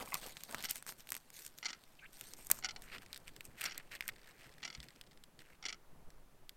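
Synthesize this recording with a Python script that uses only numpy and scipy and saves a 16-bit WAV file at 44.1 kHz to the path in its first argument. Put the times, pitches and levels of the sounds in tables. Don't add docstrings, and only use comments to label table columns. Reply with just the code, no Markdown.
import sys
import numpy as np
from scipy import signal
from scipy.fft import rfft, irfft, next_fast_len
from scipy.io import wavfile
from scipy.ndimage import uniform_filter1d

SR = 44100
rng = np.random.default_rng(int(sys.argv[2]) if len(sys.argv) > 2 else 0)


def persist_wave(psi):
    counts = np.round(np.clip(psi, -1, 1) * 32767).astype(np.int16)
    wavfile.write(sys.argv[1], SR, np.atleast_2d(counts).T)


N = 289560


def amp(db):
    return 10 ** (np.asarray(db) / 20)


def unit(x):
    return x / np.sqrt(np.mean(x ** 2) + 1e-20)


def even(x):
    return x / np.sqrt(np.abs(uniform_filter1d(x ** 2, size=1800)) + 1e-6)


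def burst(x):
    return x * np.sqrt(SR / 1000 / np.sum(x ** 2))


def add(track, start_s, x):
    part = track[round(start_s * SR):][:len(x)]
    part += x[:len(part)]


def log_interp(points, hz):
    point_hz, values = np.transpose(points)
    return np.interp(np.log(hz + 1), np.log(point_hz + 1), values)


def coloured(x, spectrum, size=4096):
    gain = amp(log_interp(spectrum, np.fft.rfftfreq(size, 1 / SR)))
    cepstrum = irfft(np.log(gain))
    cepstrum[1:size // 2] *= 2
    cepstrum[size // 2 + 1:] = 0
    return signal.oaconvolve(x, irfft(np.exp(rfft(cepstrum))))[:len(x)]


def noise(spectrum):
    return unit(coloured(rng.standard_normal(N), spectrum))


def patchy(x, depth_db):
    bins = signal.stft(x, nperseg=256)[2]
    field = uniform_filter1d(rng.standard_normal(bins.shape), size=5, axis=0)
    field = unit(uniform_filter1d(field, size=9, axis=1))
    return unit(signal.istft(bins * amp(depth_db * field), nperseg=256)[1][:N])


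def grains(per_s, spread_db, bed):
    sizes = amp(spread_db * np.minimum(rng.standard_normal(N), 2)) * rng.choice([-1, 1], N)
    impulses = sizes * (rng.random(N) < per_s / SR)
    return even(unit(impulses) + bed * rng.standard_normal(N))


def pops(per_s, pitch_hz, scatter, cycles, spread_db, bed):
    count = int(per_s * N / SR)
    detune, size, polarity = np.hsplit(rng.standard_normal((count, 3)), 3)
    starts = (rng.random(count) * N).astype(int)
    hz = np.clip(pitch_hz * np.exp(scatter * detune), 200, 15000)
    n = np.arange(SR // 200)
    turns = hz * n / SR
    envelopes = amp(spread_db * np.minimum(size, 2) - 60 * turns / cycles)
    rings = envelopes * np.sin(2 * np.pi * turns) * np.sign(polarity)
    stream = np.bincount((starts[:, None] + n).ravel(), rings.ravel(), N)[:N]
    return even(unit(stream) + bed * rng.standard_normal(N))


def strokes(rows, grip, attack_s, release_s, swell_db):
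    t = np.arange(N) / SR
    begin_s, end_s, *grip_db = grip
    power = np.outer(amp(grip_db) ** 2, (t >= begin_s) & (t < end_s))
    for start_s, length_s, *layer_db in rows:
        age_s = t - start_s
        attack = np.clip(age_s / attack_s + 0.5, 0, 1)
        release = np.exp(-np.maximum(age_s - length_s, 0) / release_s)
        pressure = np.sin(np.pi * np.clip(age_s / length_s, 0, 1))
        power += np.outer(amp(layer_db), attack * release * amp(swell_db * (pressure - 1))) ** 2
    return 10 * np.log10(power + 1e-12)


# t/s, rumble level/dB, rustle level/dB
CAMERA_SWAY = [(0, -58, -67), (1.7, -69.5, -73.5), (2.7, -54, -63), (3.3, -60.5, -66), (4.5, -63.5, -67),
               (5.7, -65.5, -69.5), (6.0, -53, -65), (6.57, -65, -71)]
# f/Hz, relative level/dB
RUMBLE_SPECTRUM = [(12, 7.5), (20, -2), (31, -7.5), (45, -7.5), (70, -24), (300, -60.5)]
RUSTLE_SPECTRUM = [(25, -3), (70, -3), (110, -0.5), (146, 5), (180, -0.5), (400, -4), (800, -8),
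                   (1400, -14.5), (3000, -34)]
HISS_SPECTRUM = [(30, 8.5), (1000, 7), (2200, 4), (5000, -2.5), (8500, -3), (11000, -2.5), (16000, -5.5)]

def background():
    times_s, *levels_db = np.transpose(CAMERA_SWAY)
    t = np.arange(N) / SR
    rumble_db, rustle_db = [np.interp(t, times_s, db) for db in levels_db]
    rumble = amp(rumble_db) * noise(RUMBLE_SPECTRUM)
    rustle = amp(rustle_db) * patchy(noise(RUSTLE_SPECTRUM), depth_db=3)
    return rumble + rustle + amp(-72.5) * noise(HISS_SPECTRUM)


# t/s, length/s, rub level/dB, crunch level/dB, flake level/dB
SHELL_BENDS = [(0.0, 0.018, -46, -55.5, -56), (0.05, 0.088, -62, -62.5, -58),
               (0.14, 0.05, -59.5, -57, -55.5), (0.215, 0.054, -55.5, -55, -55.5),
               (0.28, 0.034, -65, -60, -58.5), (0.35, 0.13, -70, -65.5, -64.5),
               (0.485, 0.073, -53.5, -59.5, -62.5), (0.575, 0.037, -56.5, -55, -58),
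               (0.633, 0.015, -56, -48.5, -50), (0.695, 0.015, -63.5, -51, -45),
               (0.747, 0.014, -61, -55.5, -47.5), (0.872, 0.023, -58.5, -52.5, -47),
               (0.98, 0.029, -70.5, -65.5, -60), (1.08, 0.1, -70, -71, -65), (1.33, 0.14, -88, -62, -57),
               (1.574, 0.016, -82, -69.5, -60), (2.125, 0.2, -81, -65, -62), (2.365, 0.17, -82, -67.5, -62),
               (2.52, 0.066, -61, -65.5, -58)]
# from t/s, to t/s, rub level/dB, crunch level/dB, flake level/dB
DRY_GRIP = (-0.5, 3.5, -78, -75.5, -76)
# f/Hz, relative level/dB
RUB_SPECTRUM = [(50, -8), (130, -5.5), (230, -1), (380, -10), (520, -2.5), (1200, -1.5), (1800, -7),
                (3500, -16)]
CRUNCH_SPECTRUM = [(700, -46), (1500, -1), (2500, -1.5), (4500, 3), (6000, -10), (9000, -34)]
FLAKE_SPECTRUM = [(3500, -33), (5500, 1.5), (7000, 2), (8500, 7), (10500, -3), (13500, 5.5), (16000, -13)]

def shell():
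    rub_db, crunch_db, flake_db = strokes(
        SHELL_BENDS, DRY_GRIP, attack_s=0.016, release_s=0.018, swell_db=0)
    fractures = grains(per_s=800, spread_db=10.5, bed=0.51)
    crumbs = pops(per_s=1300, pitch_hz=2420, scatter=0.62, cycles=12, spread_db=2.5, bed=0.41)
    friction = pops(per_s=700, pitch_hz=876, scatter=0.61, cycles=8, spread_db=3.5, bed=2.7)
    rub = patchy(coloured(friction, RUB_SPECTRUM), depth_db=2.5)
    crunch = patchy(coloured(fractures + 0.64 * crumbs, CRUNCH_SPECTRUM), depth_db=3)
    fine_pops = pops(per_s=1800, pitch_hz=9200, scatter=0.42, cycles=6.1, spread_db=7, bed=0.61)
    flakes = patchy(coloured(1.9 * fractures + fine_pops, FLAKE_SPECTRUM), depth_db=3.5)
    return amp(rub_db) * rub + amp(crunch_db) * crunch + amp(flake_db) * flakes


def chatter(modes, t60_s, rise_s, tilt_db_oct=0):
    hz = np.linspace(0, SR / 2, 2049)
    gain = sum(amp(db) / (1 + (2 * (hz - mode_hz) / width_hz) ** 2) for mode_hz, width_hz, db in modes)
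    gain_db = 20 * np.log10(gain) + tilt_db_oct * np.log2(np.maximum(hz / 2000, 1))
    t = np.arange(SR // 10) / SR
    force = rng.standard_normal(len(t)) * (1 - np.exp(-t / rise_s)) * amp(-60 * t / t60_s)
    return burst(coloured(force, np.column_stack([hz, gain_db])))


# t/s, level/dB
SKIN_CREAKS = [(0.009, -41), (0.074, -42), (0.12, -35), (0.1288, -33), (0.143, -40), (0.152, -32.5)]
# f/Hz, width/Hz, relative level/dB
ROLL_MODES = [(750, 470, -10), (1120, 230, 1), (2060, 150, -3), (2390, 520, -3)]

def creaks():
    out = np.zeros(N)
    for start_s, db in SKIN_CREAKS:
        add(out, start_s, amp(db) * chatter(ROLL_MODES, t60_s=0.031, rise_s=0.00036))
    return out


# f/Hz, relative level/dB
CRACK_SPECTRUM = [(2000, -33.5), (6200, -6), (8500, 1), (10500, -7.5), (13500, 0.5), (16000, -10.5)]

def clicks(rows, body_spectrum, grit, fizz, body_t60_s, cycles):
    out, t = np.zeros(N), np.arange(SR // 50) / SR

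    def puff(spectrum, t60_s):
        decaying = rng.standard_normal(len(t)) * amp(-60 * t / t60_s)
        return burst(coloured(decaying, spectrum, size=1024))

    for start_s, ring_db, hz, crack_db in rows:
        swell = 1 - np.exp(-2 * t * hz)
        ring = burst(np.sin(2 * np.pi * hz * t) * swell * amp(-60 * t * hz / cycles))
        tilt_db_oct = 0.18 * (crack_db + 29)
        crack = puff([(f, db + tilt_db_oct * np.log2(f)) for f, db in CRACK_SPECTRUM], t60_s=0.0054)
        body = grit * amp(-fizz * (ring_db + 33.5)) * puff(body_spectrum, body_t60_s)
        add(out, start_s, amp(ring_db) * burst(ring + body) + amp(crack_db) * crack)
    return out


# t/s, ring level/dB, ring f/Hz, crack level/dB
SHELL_SNAPS = [(0.0255, -38, 557, -55), (0.143, -31.5, 4940, -26.5), (0.1527, -45, 2200, -38),
               (0.2642, -50, 2400, -42), (0.3695, -39.5, 3480, -49.5), (0.4085, -48.5, 3100, -51),
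               (0.436, -43.5, 4280, -37.5), (0.511, -56, 5000, -43), (0.5254, -44, 4150, -43),
               (0.546, -30, 1710, -38.5), (0.606, -43, 3800, -49), (0.6258, -48, 4500, -40.5),
               (0.645, -39.5, 4340, -35.5), (0.656, -44, 4500, -41), (0.7105, -37, 4710, -25.5),
               (0.781, -51, 5000, -46), (0.8255, -47, 1530, -43.5), (0.8655, -43.5, 1500, -43),
               (0.893, -41, 1400, -44), (0.901, -53, 4500, -47), (0.9232, -46, 1660, -48),
               (1.072, -48.5, 2300, -51), (1.0909, -45, 2940, -45), (1.1044, -51, 5370, -35.5),
               (1.1202, -34, 1910, -29.5), (1.1303, -49, 2180, -43), (1.1428, -43, 2580, -41),
               (1.1512, -41.5, 2780, -37), (1.166, -42, 1850, -38.5), (1.177, -56, 3000, -50),
               (1.303, -53, 1940, -49), (1.3907, -47.5, 4540, -49), (1.4643, -44, 5170, -37.5),
               (1.5863, -45.5, 5030, -45), (1.838, -53, 3900, -56), (2.2113, -42.5, 2700, -38),
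               (2.3364, -45, 5370, -43), (2.4695, -64, 3910, -39), (2.5014, -32.5, 1330, -28.5),
               (2.5079, -39.5, 2040, -43), (2.5133, -30, 2110, -20), (2.5151, -27, 8300, -13.3),
               (2.589, -46, 1100, -43)]
# f/Hz, relative level/dB
SPLINTER_SPECTRUM = [(60, -0.5), (180, 3.5), (450, -5), (1000, -1), (1900, -2), (4500, -1), (7500, -9.5),
                     (10000, -26)]

def snaps():
    return clicks(SHELL_SNAPS, SPLINTER_SPECTRUM, grit=0.52, fizz=0, body_t60_s=0.029, cycles=3.7)


# t/s, level/dB
TOOTH_CONTACTS = [(0.638, -39), (0.649, -33.5), (0.654, -33.5), (0.686, -38.5), (0.693, -41),
                  (0.701, -37.5), (1.628, -37), (1.637, -42), (1.647, -38), (1.655, -28.5), (1.66, -32.5),
                  (1.664, -32), (1.683, -40), (1.688, -38.5), (1.696, -40), (1.703, -37), (1.73, -37),
                  (1.747, -52), (2.625, -43.5), (2.637, -37), (2.645, -26.5), (2.653, -31), (2.659, -35),
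                  (2.687, -35.5), (2.692, -37), (2.708, -38.5), (2.7612, -38.5), (3.629, -40.5),
                  (3.638, -39), (3.654, -30), (3.659, -30.5), (3.696, -43), (3.709, -40.5), (3.72, -40),
                  (3.745, -47), (4.629, -38), (4.635, -37.5), (4.647, -39), (4.651, -33), (4.66, -44),
                  (4.677, -38.5), (4.701, -39.5), (4.727, -45), (4.749, -38.5), (5.626, -42),
                  (5.639, -42.5), (5.653, -31), (5.661, -31), (5.684, -34), (5.691, -35), (5.7, -40.5),
                  (5.703, -41.5), (5.7259, -35.5), (5.743, -49.5)]
# f/Hz, width/Hz, relative level/dB
CASE_MODES = [(287, 110, -10), (800, 240, -11.5), (1407, 266, -3.5), (2145, 390, 0), (2940, 270, 0.5),
              (3380, 550, -7), (4310, 400, -1.5), (4780, 380, -4), (5630, 500, 0), (5960, 430, -7),
              (6900, 510, -9), (7500, 500, -14), (9070, 1500, -22.5)]

def clock(strike_s=0.644, release_db_oct=-4):
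    out = np.zeros(N)
    for start_s, db in TOOTH_CONTACTS:
        releasing = start_s % 1 < strike_s
        tilt_db_oct = 0.12 * (db + 31) + release_db_oct * releasing
        tick = chatter(CASE_MODES, t60_s=0.024, rise_s=0.00075, tilt_db_oct=tilt_db_oct)
        add(out, start_s, amp(db) * tick)
    return out


# t/s, length/s, first f/Hz, last f/Hz, level/dB
FILLING_SLIPS = [(1.988, 0.014, 3070, 2330, -57.5), (1.994, 0.072, 2250, 2350, -64.5),
                 (2.015, 0.051, 1596, 1695, -56.5), (2.048, 0.021, 2080, 2680, -54.5)]

def squeak(roughness=0.11):
    out = np.zeros(N)
    for start_s, length_s, first_hz, last_hz, db in FILLING_SLIPS:
        progress = np.linspace(0, 1, round(length_s * SR))
        jitter = unit(uniform_filter1d(rng.standard_normal(SR // 4), size=24))[:len(progress)]
        hz = (first_hz + (last_hz - first_hz) * progress) * (1 + roughness * jitter)
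        tone = np.sqrt(2) * np.sin(2 * np.pi * np.cumsum(hz) / SR)
        add(out, start_s, amp(db) * np.sin(np.pi * progress) * tone)
    return out


# t/s, ring level/dB, ring f/Hz, crack level/dB
SAUCE_CLICKS = [(2.821, -48.5, 3820, -45.5), (2.983, -43.5, 3020, -60), (3.062, -50, 2400, -59),
                (3.13, -37.5, 4250, -43), (3.1448, -43, 3980, -48), (3.161, -43, 3730, -53),
                (3.1662, -49, 4470, -52), (3.1758, -49, 3660, -45), (3.2795, -42, 2530, -50),
                (3.364, -47, 2950, -48.5), (3.4076, -39, 2540, -47.5), (3.611, -36, 2270, -35),
                (3.6162, -33, 2660, -38), (3.641, -42, 2300, -32.5), (3.7785, -39.5, 4300, -34),
                (3.919, -44, 2200, -53), (3.952, -42, 2400, -46), (4.008, -29.5, 2200, -40),
                (4.0241, -41, 2160, -62), (4.0797, -41.5, 2850, -32), (4.0888, -33, 2150, -39),
                (4.092, -34, 2030, -61), (4.0959, -40, 2170, -57.5), (4.8028, -41.5, 3600, -58),
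                (4.8296, -46, 3500, -62), (4.8855, -47.5, 3880, -62), (5.0124, -43, 3290, -51.5),
                (5.2379, -47, 3980, -53), (5.391, -48, 3700, -61.5), (5.405, -53.5, 3500, -65.5),
                (6.104, -57, 4470, -57.5), (6.4935, -42, 3830, -44.5)]
# f/Hz, relative level/dB
PEEL_SPECTRUM = [(900, -13.5), (1900, 2), (2400, -5), (3400, -1), (5200, -1.5), (6400, -13), (8200, -6.5),
                 (10000, -24)]
# from t/s, to t/s
DRAW_OUT_S = (4.12, 5.22)

def sticky_clicks(strand_count=52):
    begin_s, end_s = DRAW_OUT_S
    when, size, pitch = rng.random((strand_count, 3)).T
    start_s = begin_s + when * (end_s - begin_s)
    ring_db, crack_db = -62 + 8 * size, -74 + 8 * size
    hz = 2600 * 2 ** (pitch - 0.5)
    rows = [*SAUCE_CLICKS, *zip(start_s, ring_db, hz, crack_db)]
    return clicks(rows, PEEL_SPECTRUM, grit=0.44, fizz=0.74, body_t60_s=0.018, cycles=9.2)


# t/s, length/s, squelch level/dB, flake level/dB
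SAUCE_PUSHES = [(2.822, 0.041, -64.5, -65), (2.87, 0.11, -59, -75), (2.92, 0.046, -47, -62.5),
                (3.012, 0.022, -58, -65), (3.1, 0.069, -67, -73), (3.267, 0.026, -56.5, -65),
                (3.447, 0.011, -61.5, -52.5), (3.572, 0.1, -53, -60), (3.632, 0.033, -43.5, -52),
                (3.665, 0.023, -44, -61), (3.69, 0.12, -56.5, -71), (3.912, 0.056, -50, -61),
                (4.02, 0.055, -62.5, -66), (4.272, 0.028, -61, -66), (4.37, 0.11, -63, -71),
                (4.827, 0.019, -57.5, -63.5), (5.395, 0.031, -64.5, -70), (5.44, 0.12, -68, -77.5)]
# from t/s, to t/s, squelch level/dB, flake level/dB
WET_GRIP = (3.5, 5, -71.5, -78.5)
# f/Hz, relative level/dB
SQUELCH_SPECTRUM = [(300, -12.5), (900, -11), (1550, -1), (2100, -1), (2900, -5), (3700, -10.5),
                    (4500, -7.5), (5700, -22.5), (9000, -45)]

def sauce(merge_db=-51, knee_db=6):
    squelch_db, flake_db = strokes(
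        SAUCE_PUSHES, WET_GRIP, attack_s=0.014, release_s=0.0062, swell_db=2.5)
    merged_share = 1 / (1 + np.exp((merge_db - squelch_db) / knee_db))

    def smear(x):
        return np.sqrt(1 - merged_share) * unit(x) + np.sqrt(merged_share) * rng.standard_normal(N)

    ticks = grains(per_s=390, spread_db=8, bed=0.42)
    pockets = pops(per_s=400, pitch_hz=2860, scatter=0.35, cycles=12, spread_db=5.5, bed=0.32)
    squelch = patchy(coloured(smear(ticks + 0.58 * pockets), SQUELCH_SPECTRUM), depth_db=0.5)
    fine_pops = pops(per_s=550, pitch_hz=8080, scatter=0.44, cycles=5.5, spread_db=6.5, bed=0.29)
    flakes = unit(coloured(smear(ticks + 0.64 * fine_pops), FLAKE_SPECTRUM))
    return amp(squelch_db) * squelch + amp(flake_db) * flakes


# f/Hz, relative level/dB, t60/s
TUB_MODES = [(55.5, -50, 0.12), (138, -55.5, 0.13), (218, -55.5, 0.068)]

def bump(start_s=4.772, rise_s=0.034, gain_db=16):
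    out, t = np.zeros(N), np.arange(SR // 4) / SR
    ring = sum(amp(db - 60 * t / t60_s) * np.sin(2 * np.pi * hz * t) for hz, db, t60_s in TUB_MODES)
    add(out, start_s, amp(gain_db) * (1 - np.exp(-t / rise_s)) * ring)
    return out


# f/Hz, t60/s
ROOM_DECAY = [(200, 0.37), (2000, 0.12), (6000, 0.018), (14000, 0.066)]

def room(x):
    hz, t, bins = signal.stft(rng.standard_normal(SR // 3), SR, nperseg=256)
    t60_s = log_interp(ROOM_DECAY, hz)[:, None]
    tail = signal.istft(bins * amp(-60 * t / t60_s), SR, nperseg=256)[1]
    return signal.fftconvolve(x, tail / np.linalg.norm(tail))[:N]


# f/Hz, relative level/dB
SIDE_SPECTRUM = [(500, 0.5), (2000, -8.5)]

def scene():
    food = shell() + creaks() + sauce() + snaps() + sticky_clicks() + squeak() + bump()
    ticking = clock()
    mid = food + ticking + room(amp(-25) * food + amp(-9) * ticking) + background()
    side = amp(-86.5) * noise(SIDE_SPECTRUM)
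    return np.array([mid + side, mid - side])


def record(dry):
    cutoff_hz = 16200
    size = next_fast_len(N + SR // 4)
    hz = np.fft.rfftfreq(size, 1 / SR)
    gain = 1 / np.sqrt(1 + (hz / cutoff_hz) ** 160)
    return irfft(rfft(dry, size) * gain, size)[:, :N]


dry = scene()
out = record(dry)
persist_wave(out)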